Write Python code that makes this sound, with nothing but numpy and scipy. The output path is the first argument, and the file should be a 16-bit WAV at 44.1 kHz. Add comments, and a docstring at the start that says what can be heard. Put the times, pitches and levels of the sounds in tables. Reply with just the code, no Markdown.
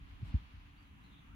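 """A quiet stable, with a hand-held microphone close to a horse that turns its head.
A few soft, dull bumps come through, each a push that rings damped low modes. A faint brushing
rustle swells around them, with small, crisp scratches. Far off under the metal roof small birds
chirp and the barn echoes them. A low rumble, a drone and the airy wash of the barn lie underneath."""
import sys
import numpy as np
from scipy import signal
from scipy.fft import rfft, irfft, next_fast_len
from scipy.io import wavfile
from scipy.ndimage import uniform_filter1d, map_coordinates

SR = 44100
rng = np.random.default_rng(int(sys.argv[2]) if len(sys.argv) > 2 else 0)


def digitize_waveform(pressure):
    """Quantize a signal to 16-bit integers and store it at the path in sys.argv[1].

    Rows of a 2-D input are taken as channels; values are limited to [-1, 1].
    """
    field = np.atleast_2d(pressure).T
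    bounded = np.clip(field, -1, 1)
    quanta = np.round(bounded * 32767).astype(np.int16)
    wavfile.write(sys.argv[1], SR, quanta)


N = 59535
FLUTTER_DB = .4  # fast flicker in the rustle and the air


# Bumps close to the microphone. Each row: start in seconds, peak level in dB, pitch factor,
# contact length in seconds.
BUMPS = [(.007, -45, .65, .012), (.112, -47, 1.5, .02), (.136, -49, .65, .014), (.192, -45, 1.2, .02),
         (.216, -41.5, 1.4, .0045), (.2263, -32.8, 1.68, .0051), (.274, -41, .95, .02),
         (.341, -21.3, 1.0, .0062), (.5365, -44.5, 1.1, .006), (.5664, -45.5, .82, .01)]
# A bump's modes at pitch factor 1. Each row: relaxed pitch in Hz, relative level in dB, t60 in seconds.
BUMP_MODES = [(40, 0, .09), (110, -7, .05), (140, 2, .028), (230, -4, .025)]

def bumps():
    """Each soft push rings heavily damped low modes, stiff at first and sinking as the contact relaxes."""
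    stiffen, relax_s, side_db = 1.0, .015, -14
    t, mid = np.arange(N) / SR, np.zeros(N)
    low_cut = signal.butter(3, 64.2, "high", fs=SR, output="sos")
    sagging_time = np.cumsum(1 + stiffen * np.exp(-t / relax_s)) / SR
    for start, db, pitch, contact in BUMPS:
        push = np.exp(-(np.pi * ((t - start) / contact - .5)) ** 2)
        ring = sum(amp(level - 60 * t * pitch / t60) * np.cos(2 * np.pi * hz * pitch * sagging_time)
                   for hz, level, t60 in BUMP_MODES)
        thud = signal.sosfilt(low_cut, signal.fftconvolve(push, ring)[:N])
        mid += amp(db) * thud / np.abs(thud).max()
    side = amp(side_db) * filtered(mid, lambda hz: 1j * np.sign(hz))  # a quarter-cycle shift for width
    return np.array([mid + side, mid - side])


# The swish of the horse, close by. Each row: time in seconds, level in dB.
SWISH_LEVEL = [(0, -74.5), (.1, -68.5), (.19, -74), (.26, -65), (.35, -63.5), (.42, -68.5), (.68, -71.5),
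               (.8, -80.5), (1.35, -92)]
# The swish and its lower body. Each row: frequency in Hz, relative density in dB.
SWISH_SPECTRUM = [(300, -20.5), (750, -7.5), (1100, -0.5), (1700, 1), (2800, 3.5), (4400, -4), (5600, -14),
                  (8500, -36.5), (15000, -38)]
SWISH_BODY_SPECTRUM = [(150, -7), (350, -1.5), (520, -4.5), (780, 2), (1150, 1.5), (1700, -6.5),
                       (3000, -28), (6000, -50)]

def rustle():
    """A soft brushing swells and fades as the horse turns, and gains body where it presses hardest."""
    firmest_body_db, body_swing = -64, 2.15
    swish_db = curve(SWISH_LEVEL)
    body_db = firmest_body_db + body_swing * (swish_db - swish_db.max())
    flutter = amp(FLUTTER_DB * wobble(36))
    swish = amp(swish_db) * stereo_noise(SWISH_SPECTRUM)
    body = amp(body_db) * stereo_noise(SWISH_BODY_SPECTRUM)
    return flutter * (swish + body)


# Faint scratches and ticks. 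Each row: start in seconds, length in seconds, level in dB.
SCRATCHES = [(.08, .04, -85), (.24, .075, -78), (.34, .045, -85), (.826, .007, -83), (1.037, .007, -79)]
# Their bright hiss. Each row: frequency in Hz, relative density in dB.
SCRATCH_SPECTRUM = [(2000, -25), (4500, 2), (6500, 1), (9000, 0), (12000, -3), (15500, -12)]

def scratches():
    """Short, grainy strokes of friction, like coarse hair or straw catching."""
    grain_db, grains_per_s = 1.8, 600
    strokes = sum(amp(db) * arch(progress(start, length)) for start, length, db in SCRATCHES)
    grain = unit(amp(grain_db * wobble(grains_per_s)))
    return strokes * grain * stereo_noise(SCRATCH_SPECTRUM)


# Birds far off under the roof. Each row: start and length in seconds, first, middle and last pitch
# in Hz, level in dB before the direct and echo gains, warble as a share of the pitch.
CHIRPS = [(.757, .02, 3200, 3800, 4500, -76.5, .01), (.772, .028, 4580, 4570, 4560, -76.5, .011),
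          (.812, .028, 4560, 4600, 4620, -81, .012), (.84, .045, 4020, 3920, 3800, -77, .02),
          (1.024, .046, 3750, 4060, 3980, -74, .026), (1.075, .03, 3950, 3800, 3700, -77.5, .055),
          (1.11, .045, 3850, 3550, 3250, -68.3, .055), (1.153, .058, 3450, 3660, 3600, -69.3, .052)]
# One lower, rising call far off, laid out like a chirp.
FAR_CALL = (1.288, .1, 1220, 1440, 1480, -69.5, .048)

def birds():
    """Gliding, warbling whistles, distant enough to arrive with more echo than direct sound."""
    direct_db, echo_db = -4.5, -1.5
    out = np.zeros((2, N))
    for start, length, first_hz, middle_hz, last_hz, db, warble in [*CHIRPS, FAR_CALL]:
        position = progress(start, length)
        glide_hz = np.interp(position, [0, .5, 1], [first_hz, middle_hz, last_hz])
        hz = glide_hz * (1 + warble * wobble(900))
        note = amp(db) * arch(position) * np.sqrt(2) * np.sin(2 * np.pi * np.cumsum(hz) / SR)
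        out += amp(direct_db) * note + amp(echo_db) * barn_echo(note)
    return out


# How the barn rings on. Each row: frequency in Hz, t60 in seconds.
BARN_DECAY = [(300, .5), (3500, .2), (9000, .15)]

def barn_echo(x):
    """A diffuse tail, different left and right, whose treble dies first."""
    hz, t, noise = signal.stft(rng.standard_normal((2, SR // 2)), SR, nperseg=256)
    decay = amp(-60 * t / along(BARN_DECAY, hz)[:, None])
    tail = signal.istft(noise * decay, SR, nperseg=256)[1]
    return signal.fftconvolve(x[None], tail / np.linalg.norm(tail[0]), axes=1)[:, :N]


# The room tone around the microphone. Each row: frequency in Hz, relative density in dB.
RUMBLE_SPECTRUM = [(15, -43.5), (30, -11), (48, -3), (66, -4.5), (95, -12.5), (150, -22), (300, -32),
                   (600, -79)]
DRONE_SPECTRUM = [(50, -23.5), (110, -0.5), (180, 0.5), (240, -2), (285, -2.5), (320, -9.5), (420, -20),
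                  (600, -38.5), (1200, -74)]
AIR_SPECTRUM = [(240, -35), (400, -10.5), (550, -12.5), (750, -6.5), (1000, 1), (1500, -4), (2100, -4),
                (2800, -2.5), (3500, -11), (4300, -19.5), (5400, -26), (6200, -21), (8500, -31.5),
                (11200, -23.5), (13500, -33.5), (15500, -26.5)]
# How each of these noises drifts. Each row: time in seconds, level in dB.
RUMBLE_LEVEL = [(0, -60), (.07, -55), (.17, -60), (.27, -49), (.33, -50), (.42, -53), (.47, -59),
                (.56, -62), (.67, -56.5), (.84, -62), (.93, -57.5), (1.13, -64), (1.27, -61), (1.35, -53)]
DRONE_LEVEL = [(0, -64), (.3, -61.5), (.48, -68), (.95, -64.5), (1.05, -63), (1.35, -62.5)]
AIR_LEVEL = [(0, -68), (.2, -65.5), (.58, -67), (.85, -67), (1.0, -65.5), (1.25, -65.5), (1.35, -67.5)]

def room_tone():
    """Rumble, a low drone with a wavering hum in it, and the airy wash of the barn."""
    hum_hz, hum_db = 284.7, -9.5  # level relative to the drone's noise
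    tone = np.sin(2 * np.pi * hum_hz * np.arange(N) / SR + 0.5 * wobble(12))
    hum = amp(hum_db) * unit(tone * amp(2.1 * wobble(6.9)))
    rumble = amp(curve(RUMBLE_LEVEL)) * stereo_noise(RUMBLE_SPECTRUM)
    air = amp(curve(AIR_LEVEL) + FLUTTER_DB * wobble(13.26)) * stereo_noise(AIR_SPECTRUM)
    drone = amp(curve(DRONE_LEVEL)) * (stereo_noise(DRONE_SPECTRUM) + hum)
    return rumble + drone + air


# Likeness of the microphone's two channels. Each row: frequency in Hz, correlation from -1 to 1.
CORRELATION = [(60, 0.79), (150, 1), (280, 0.2), (500, 0.14), (1100, -0.47), (2200, -0.12), (4000, 0.0084),
               (8000, -0.042), (13000, -0.083)]

def stereo_noise(spectrum):
    """Slightly patchy noise of rms 1: near mono in the bass, diffuse above."""
    def mid_side_gains(hz):
        angle = np.arccos(np.clip(along(CORRELATION, hz), -1, 1)) / 2
        return amp(along(spectrum, hz)) * [np.cos(angle), np.sin(angle)]

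    patchy_db = .8
    white = signal.stft(rng.standard_normal((2, N)), nperseg=1024)[2]
    patches = uniform_filter1d(rng.standard_normal(white.shape), size=3, axis=1)  # across frequency
    patches = uniform_filter1d(patches, size=12, axis=2)  # across time
    pair = signal.istft(white * amp(patchy_db * unit(patches)), nperseg=1024)[1][:, :N]
    mid, side = filtered(pair, mid_side_gains)
    return unit(np.array([mid + side, mid - side]))


def amp(db):
    """Decibels to gain."""
    return 10 ** (np.asarray(db) / 20)


def unit(x):
    """Scale to rms 1."""
    return x / np.sqrt(np.mean(x ** 2) + 1e-20)


def along(points, hz):
    """Interpolate (Hz, value) points on a log axis."""
    knots_hz, values = np.transpose(points)
    return np.interp(np.log(hz + 1), np.log(knots_hz + 1), values)


def curve(rows):
    """One value per sample from (seconds, value) rows."""
    return np.interp(np.arange(N) / SR, *np.transpose(rows))


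def progress(start, length):
    """A ramp from 0 to 1 over an event."""
    return np.clip((np.arange(N) / SR - start) / length, 0, 1)


def arch(position):
    """A rounded swell, silent at positions 0 and 1."""
    return np.sqrt(np.abs(np.sin(np.pi * position)))


def wobble(rate):
    """A smooth random curve, rate knots a second."""
    return map_coordinates(rng.standard_normal(4096), [np.arange(N) * rate / SR + 2], mode="wrap")


def filtered(x, response):
    """Shape x by a gain that depends on frequency."""
    size = next_fast_len(N + SR // 2)
    return irfft(rfft(x, size) * response(np.fft.rfftfreq(size, 1 / SR)), size)[..., :N]


def scene():
    """Everything that reaches the stereo microphone beside the horse."""
    return room_tone() + rustle() + scratches() + birds() + bumps()


def record(dry):
    """The hand-held recorder keeps nothing above its band limit."""
    top_hz = 15900
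    return filtered(dry, lambda hz: hz < top_hz)


dry = scene()
out = record(dry)
digitize_waveform(out)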